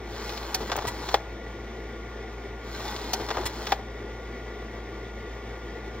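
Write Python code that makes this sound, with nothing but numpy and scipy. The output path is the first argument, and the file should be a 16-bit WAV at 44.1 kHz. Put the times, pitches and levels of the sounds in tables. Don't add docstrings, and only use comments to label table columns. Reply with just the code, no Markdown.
import sys
import numpy as np
from scipy import signal
from scipy.fft import rfft, irfft, next_fast_len
from scipy.io import wavfile
from scipy.ndimage import uniform_filter1d, map_coordinates

SR = 44100
rng = np.random.default_rng(int(sys.argv[2]) if len(sys.argv) > 2 else 0)


def wav_record(signal):
    frames = np.transpose(np.atleast_2d(signal))
    bounded = np.clip(frames, -1, 1)
    quanta = np.round(bounded * 32767).astype(np.int16)
    wavfile.write(sys.argv[1], SR, quanta)


N = 264600
TIME = np.arange(N) / SR
SIZE = next_fast_len(N + SR // 2, real=True)
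HZ = np.fft.rfftfreq(SIZE, 1 / SR)


def amp(db):
    return 10 ** (np.asarray(db) / 20)


def unit(x):
    return x / np.sqrt(np.mean(x ** 2) + 1e-20)


def along(points, hz=HZ):
    f, value = np.transpose(points)
    return np.interp(np.log(hz + 1), np.log(f + 1), value)


def wobble(knots_hz):
    knots = rng.standard_normal(int(N * knots_hz / SR) + 4)
    return map_coordinates(knots, [TIME * knots_hz])


def filtered(x, response):
    return irfft(rfft(x, SIZE) * response, SIZE)[..., :N]


def body_db(spectrum, modes, hz=HZ):
    lift_db = sum(db / (1 + (2 * (hz - centre) / width) ** 2) for centre, width, db in modes)
    return along(spectrum, hz) + lift_db


def causal(db):
    cepstrum = irfft(np.log(amp(db)))
    half = cepstrum.shape[-1] // 2
    cepstrum[..., 1:half] *= 2
    cepstrum[..., half + 1:] = 0
    return np.exp(rfft(cepstrum))


def patchy(x, db, width_hz, length_s, size=1024):
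    hz, t, z = signal.stft(x, SR, nperseg=size)
    grid = np.array(np.meshgrid(hz / width_hz, t / length_s, indexing="ij"))
    field = map_coordinates(rng.standard_normal((size // 2, size // 2)), grid, mode="mirror")
    return signal.istft(z * amp(db * field), SR, nperseg=size)[1][:, :N]


def blows(rows, colour, modes, t60_s, crack, rise_s=.001, rebound=0., size=8192):
    t, hz = np.arange(size) / SR, np.fft.rfftfreq(size, 1 / SR)
    treble = hz ** 2 / (hz ** 2 + 1600 ** 2)
    out = np.zeros((3, N + size))
    for start_s, db, *contact in rows:
        treble_db, rise = contact or (0, rise_s)
        envelope = (1 - np.exp(-t / rise)) * amp(-60 * t / t60_s)
        force = rng.standard_normal((3, size)) * envelope
        force /= np.linalg.norm(force, axis=1, keepdims=True)
        force[0, int(rise * SR)] += crack
        force[0, int((rise + rng.uniform(.002, .005)) * SR)] += crack * rebound
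        push = rfft(force)
        power = uniform_filter1d(np.abs(push) ** 2, size=61)
        uneven_db = 10 * np.log10(power + 1e-9)
        response_db = body_db(colour, modes, hz) + treble_db * treble - uneven_db
        ring = irfft(push * causal(response_db))
        ring /= np.linalg.norm(ring, axis=1, keepdims=True)
        out[:, round(start_s * SR):][:, :size] += amp(db) * ring
    return out[:, :N]


def ringing(rows, modes, gain_db, attack_s, scatter_db):
    t = np.arange(SR // 5) / SR
    attack = 1 - np.exp(-(t / attack_s) ** 2)
    out = np.zeros((3, N))
    for start_s, db, *_ in rows:
        for hz, mode_db, t60_s in modes:
            note = np.sin(2 * np.pi * (hz * t + rng.random((3, 1)))) * attack
            peak_db = db + gain_db + mode_db + scatter_db * rng.standard_normal()
            out[:, round(start_s * SR):][:, :len(t)] += amp(peak_db - 60 * t / t60_s) * note
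    return out


# latch release t/s, drag/(s/s^2) (below 0 the motor gains speed), relative motor level/dB
CHANGES = [(0.544, 0.0, -0.16), (3.132, -0.028, 0.23)]


def each_change(steps):
    return [(latch_s + s + drag * s * s, *rest) for latch_s, drag, _ in CHANGES for s, *rest in steps]


# f/Hz, width/Hz, lift/dB
HOUSING = [(412, 47, 6), (810, 124, 5.5), (990, 70, 4), (1230, 70, 5), (1540, 85, 2), (1880, 110, 3),
           (3430, 230, 5.5), (5530, 370, 5)]
# t/s, level/dB, treble/dB, rise/s
SLAMS = [(1.1418, 9.8, 3.5, .0013), (3.7202, 9, 1.5, 0.0013)]
# f/Hz, relative density/dB
SLAM_COLOUR = [(80, -21), (200, -15), (300, -7), (460, -1.5), (600, 0), (800, 0), (1050, -6.5),
               (1300, -7.5), (2200, -10), (2700, -14.5), (3400, -14.5), (4300, -14.5), (5500, -20.5),
               (8000, -29), (12500, -37), (15000, -29)]
# f/Hz, relative level/dB, t60/s
CASE_RING = [(411, -5, 0.053), (487, -5, 0.052), (657, -7, .045), (806, -1, .055), (1240, -9, .05),
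             (3480, -14, .04)]


def slam():
    crack = blows(SLAMS, SLAM_COLOUR, HOUSING, t60_s=.042, crack=.75, rebound=.5)
    return crack + ringing(SLAMS, CASE_RING, gain_db=-23, attack_s=.0014, scatter_db=.5)


# t/s after the latch, level/dB
LATCH = [(0.0, 3)]
# f/Hz, relative density/dB
LATCH_COLOUR = [(200, -21), (700, -6), (1200, -10), (2500, -10), (4400, -4), (6000, -3), (7500, -12),
                (9000, -8), (12000, -10.5), (16000, -14.5)]
# f/Hz, relative level/dB, t60/s
LATCH_RING = [(755, 7, 0.09), (920, 2, .08), (1530, -3, .08), (1787, -2, 0.088), (2380, -7, .055),
              (2470, -4, 0.065), (3120, 1, .055), (3450, 1, .055), (4000, 0, .045), (4430, 7, 0.051),
              (4780, 4.5, .04), (5370, 3, 0.05), (5560, 4, .045), (5820, 6, 0.05), (6270, 6, 0.049)]


def latch():
    rows = each_change(LATCH)
    snap = blows(rows, LATCH_COLOUR, [], t60_s=.034, crack=.25, rise_s=.003, rebound=1)
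    return snap + ringing(rows, LATCH_RING, gain_db=-33.5, attack_s=.003, scatter_db=1)


# t/s, level/dB
PAWL = [(0.870, -7.5), (0.877, -5.5), (0.883, -6), (3.454, -5), (3.461, -2.5), (3.469, -9.5)]
# f/Hz, relative density/dB
PAWL_COLOUR = [(200, -13.5), (400, -5), (1200, -8), (2200, -10), (3500, -9.5), (5500, -13), (8000, -8),
               (10000, -12), (16000, -19)]
# f/Hz, relative level/dB, t60/s
PAWL_RING = [(950, 1, .07), (1967, 1, .1), (2270, -6, .1), (3350, -5.5, 0.072), (4215, -2, 0.098),
             (5313, -1, .06), (6126, -8, .055), (7530, -2, 0.055), (7900, -1, .07)]
# t/s, level/dB
SLIP = [(0.764, -3.5)]
# f/Hz, relative density/dB
SLIP_COLOUR = [(200, -9), (900, -3), (2500, -6), (5200, -12), (6800, -1.5), (9000, -9), (12500, -11),
               (15000, -4)]


def pawl():
    scrape = blows(PAWL, PAWL_COLOUR, [], t60_s=.044, crack=.3, rise_s=.002)
    tick = blows(SLIP, SLIP_COLOUR, [], t60_s=.028, crack=.25, rise_s=.0011)
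    return scrape + tick + ringing(PAWL, PAWL_RING, gain_db=-29.5, attack_s=.003, scatter_db=3)


# t/s, level/dB, treble/dB, rise/s
KNOCKS = [(0.698, -4.5, -1, .001), (0.717, 1.5, 6, .0007), (0.722, -7, 5, 0.00055),
          (0.726, -1.5, -3, .0005), (0.756, -2.5, -9, .001), (0.777, -2.5, -15, .0007),
          (0.787, -2, -3.5, .0006), (0.822, -8, -1, .001), (0.851, -4, -10, .0005), (1.087, -4, 13, .004),
          (3.287, -5.5, 5, .001), (3.304, -3, 5, 0.00084), (3.311, -1.5, 4, .001),
          (3.344, -8.5, -6, 0.00091), (3.351, -8, -4, 0.0018), (3.370, 1, -7, .0006),
          (3.381, -3.5, -6, .001), (3.412, -12, 5, .001), (3.431, -9, -13, 0.0019), (3.667, -3, 13, .003)]
# f/Hz, relative density/dB
KNOCK_COLOUR = [(100, -20.5), (250, -10), (450, -1), (950, 0), (1600, -4.5), (2400, -10), (4000, -11.5),
                (6500, -17.5), (9000, -32), (16000, -34)]


def knocks():
    return blows(KNOCKS, KNOCK_COLOUR, HOUSING, t60_s=.036, crack=.55, rebound=.5)


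# t/s, level/dB, treble/dB, rise/s
THUDS = [(0.603, -1, 2.5, 0.0098), (0.836, -4.5, -5, 0.0047), (3.194, -1.5, -2, .012),
         (3.385, -1, -9, .004), (3.785, -7.5, -6.5, .003)]
# f/Hz, relative density/dB
THUD_COLOUR = [(50, -14), (110, -7.5), (180, -11), (400, 2), (550, -6), (900, -10), (2000, -22.5),
               (5000, -23.5), (10000, -37)]


def thuds():
    return blows(THUDS, THUD_COLOUR, HOUSING, t60_s=.12, crack=.077)


# t/s after the latch, level/dB
ROCKS = [(0.073, -14.5), (0.232, -11), (0.284, -10), (0.311, -7)]
# f/Hz, relative density/dB
ROCK_COLOUR = [(25, -19), (45, -4), (75, 2), (115, 0.5), (170, -18.5), (300, -28), (1000, -70)]


def rocks():
    return blows(each_change(ROCKS), ROCK_COLOUR, [], t60_s=.11, crack=.079, rise_s=.004)


# f/Hz, width/Hz, lift/dB
GEARBOX = [(838, 66, 9.6), (954, 77, 6.6), (1115, 50, 3.3), (1200, 70, 4), (1500, 54, 4.8), (1575, 50, 6.4),
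           (1933, 64, 5), (2180, 54, 4.5), (2490, 67, 7.7), (2760, 62, 3.4), (2990, 86, 6.3),
           (3170, 41, 4.5), (3290, 70, 3.7), (3510, 80, 5.1), (3670, 80, 2.5), (3950, 100, 4),
           (4110, 87, 5), (4270, 130, 5.5), (4650, 120, 3.1), (4900, 120, 4.3), (5240, 90, 4.9),
           (5670, 230, 6.4), (6490, 90, 2.5), (7000, 130, 7.8)]
# t/s after the latch, level/dB, treble/dB, rise/s
CATCHES = [(-0.381, -18.5, -8, 0.0011), (-0.327, -15, -21, .002), (-0.251, -9.5, 1, .001),
           (-0.21, -14, -19, .002), (-0.169, -9.5, -2, .001), (-0.117, -16, -4, 0.0011)]
# f/Hz, relative density/dB
CATCH_COLOUR = [(300, -19), (1200, -4.5), (2200, -4.5), (3000, -2), (4200, -0.5), (6000, -7.5), (8000, -19),
                (16000, -16)]


def catches():
    return blows(each_change(CATCHES), CATCH_COLOUR, GEARBOX, t60_s=.035, crack=.3)


# t/s after the latch, extra effort/dB, width/s
LOADS = [(-0.26, 2.5, .1), (-0.04, 0.5, .04), (0.385, -2, .03), (0.585, 3, .08)]
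LEAD_IN_S, SPIN_UP_S, RUN_ON_S, COAST_DB_PER_S = 0.57, 0.16, 0.607, 270


def motor_effort():
    runs = 0
    stops = each_change([(RUN_ON_S,)])
    for (latch_s, _, motor_db), (stop_s,) in zip(CHANGES, stops):
        running_s = np.maximum(TIME - latch_s + LEAD_IN_S, 0)
        spin_up = 1 - np.exp(-(running_s / SPIN_UP_S) ** 2)
        coast_db = COAST_DB_PER_S * np.maximum(TIME - stop_s, 0)
        runs = runs + spin_up * amp(motor_db - coast_db)
    load_db = sum(db * np.exp(-((TIME - s) / width_s) ** 2) for s, db, width_s in each_change(LOADS))
    return runs * amp(load_db)


# f/Hz, relative density/dB
GEARS = [(100, -30), (220, -4.5), (420, -0.5), (650, -3), (1050, -3), (1700, -7), (2600, -14.5),
         (3600, -10), (5200, -12.5), (6000, -13), (7500, -14.5), (9000, -19.5), (11000, -21), (13500, -20),
         (16000, -21)]
# f/Hz, mean peak level re whirr rms/dB
GEAR_NOTES = [(840, -15), (1265, -23), (3170, -23), (3494, -17.5), (3960, -19.5), (4113, -17),
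              (4245, -14.5), (4420, -20), (4860, -20), (5230, -22.5), (5540, -22), (5700, -22)]


def gears(db, shaft_hz, swing_db, teeth_hz, scatter_db, rub, snap, waver, rough):
    mesh = np.cumsum(teeth_hz * (1 + .2 * wobble(90))) / SR
    ticks = np.diff(np.floor(mesh), prepend=0) * amp(scatter_db * rng.standard_normal(N))
    energy_decay_s = .0018
    energy = signal.lfilter([1], [1, -np.exp(-1 / (energy_decay_s * SR))], ticks ** 2)
    chatter = rng.standard_normal((3, N)) * np.sqrt(np.abs(energy))
    chatter[0] += snap * ticks / np.std(ticks) * np.std(chatter)
    contact = unit(chatter) + rub * rng.standard_normal((3, N))
    contact = patchy(contact, db=2.5, width_hz=130, length_s=.09)
    whirr = unit(filtered(contact, amp(body_db(GEARS, GEARBOX))))
    speed = 1 + waver * wobble(6)
    for hz, note_db in GEAR_NOTES:
        pitch_hz = hz * (speed + rough * wobble(400))
        level = amp(note_db + 4 * wobble(10) + 1.3 * wobble(90))
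        whirr[0] += level * np.sin(2 * np.pi * np.cumsum(pitch_hz) / SR)
    swing = amp(swing_db * np.sin(2 * np.pi * shaft_hz * TIME))
    return amp(db) * motor_effort() * swing * whirr


# f/Hz, relative density/dB
AIR = [(20, -34.5), (45, -12), (95, -9.5), (145, -14), (190, -9.5), (280, -8.5), (490, -5.5), (610, -13.5),
       (1000, -20), (1330, -24), (2600, -23), (4200, -29), (5200, -29), (7000, -33), (8500, -39),
       (11000, -45.5), (13500, -44), (16000, -43)]
# f/Hz, width/Hz, lift/dB
DUCT = [(216.3, 48, 6), (338.3, 33, 6.5), (414, 78, 6.5), (681, 65, 6), (768, 70, 5), (874, 89, 7),
        (1025, 55, 2.5), (1154, 128, 12), (1397, 63, 6.5), (1554, 48, 5.5), (1763, 134, 7.5),
        (1952, 141, 15), (2155, 114, 8.5), (2266, 81, 8), (2500, 66, 1.5), (3160, 150, 3.5), (3560, 450, 6),
        (5700, 420, 4)]


def air(db, flutter_db, throb_db):
    eddies = patchy(rng.standard_normal((3, N)), db=.94, width_hz=252, length_s=.06)
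    rush = unit(filtered(eddies, amp(body_db(AIR, DUCT))))
    rotor_hz = HUM[1][0]
    throb = throb_db * np.sin(2 * np.pi * rotor_hz * TIME)
    return rush * amp(db + flutter_db * wobble(22) + throb)


def whine(db):
    hz = 1426 + .5 * wobble(1.474) + 1.1 * wobble(14)
    tone = np.sqrt(2) * np.sin(2 * np.pi * np.cumsum(hz) / SR)
    return amp(db + wobble(7)) * tone * amp([[2], [-2]])


# f/Hz, rms level/dB
HUM = [(50.95, -54.5), (56.67, -41), (103.57, -63.5), (113.34, -53), (120.05, -56), (226.68, -61.5),
       (240.1, -63), (340, -66), (764, -66.5)]


def hum():
    out = 0
    for hz, db in HUM:
        phase = 2 * np.pi * (hz * TIME + rng.random()) + .06 * wobble(3.2)
        out = out + amp(db) * np.sqrt(2) * np.sin(phase)
    return out


# f/Hz, t60/s
ROOM = [(150, 0.31), (1000, 0.28), (5000, 0.12), (14000, .12)]


def room(x):
    hz, t, z = signal.stft(rng.standard_normal((3, SR // 2)), SR, nperseg=256)
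    decay = amp(-60 * t / along(ROOM, hz)[:, None])
    tail = signal.istft(z * decay, SR, nperseg=256)[1]
    return signal.fftconvolve(x[:1], tail / np.linalg.norm(tail[0]), axes=1)[:, :N]


# f/Hz, lead/rad
LEAD = [(60, 0), (2100, -0.32), (3000, 1.19), (4200, 1.5), (5600, 2), (7200, 2.5), (8400, 3), (11500, 3),
        (13000, 4), (15000, 6.5)]
# f/Hz, left minus right/dB
TILT = [(110, 0), (200, -0.2), (380, 1.5), (700, 5.5), (1290, 3), (2380, -0.6), (4400, -0.6), (7500, 0.1)]
# f/Hz, share/1
DIFFUSE = [(60, .0002), (290, 0.0053), (700, 0.016), (1400, 0.059), (3100, 0.19), (5500, .25), (7200, 0.15),
           (8300, 0.0012), (11500, 0.0011), (14000, 0.42)]


def ports(x):
    share = np.clip(along(DIFFUSE), 0, 1)
    half = np.array([[.5], [-.5]])
    balance = amp(half * along(TILT))
    lead = np.exp(1j * half * along(LEAD))
    direct = filtered(x[0], balance * np.sqrt(1 - share) * lead)
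    return direct + filtered(x[1:], balance * np.sqrt(share))


def scene():
    hits = slam() + latch() + pawl() + knocks() + thuds() + rocks() + catches()
    changer = gears(db=-41, shaft_hz=11, swing_db=.2, teeth_hz=159.9, scatter_db=1.7,
                    rub=.8, snap=.65, waver=.006, rough=.0015)
    fan = air(db=-40, flutter_db=.5, throb_db=.5)
    stereo = ports(hits + changer + fan + amp(-17.5) * room(hits))
    return stereo + whine(db=-54.5) + hum()


def record(dry):
    top_hz = 15850
    return filtered(dry, 1 / (1 + (HZ / top_hz) ** 200))


dry = scene()
out = record(dry)
wav_record(out)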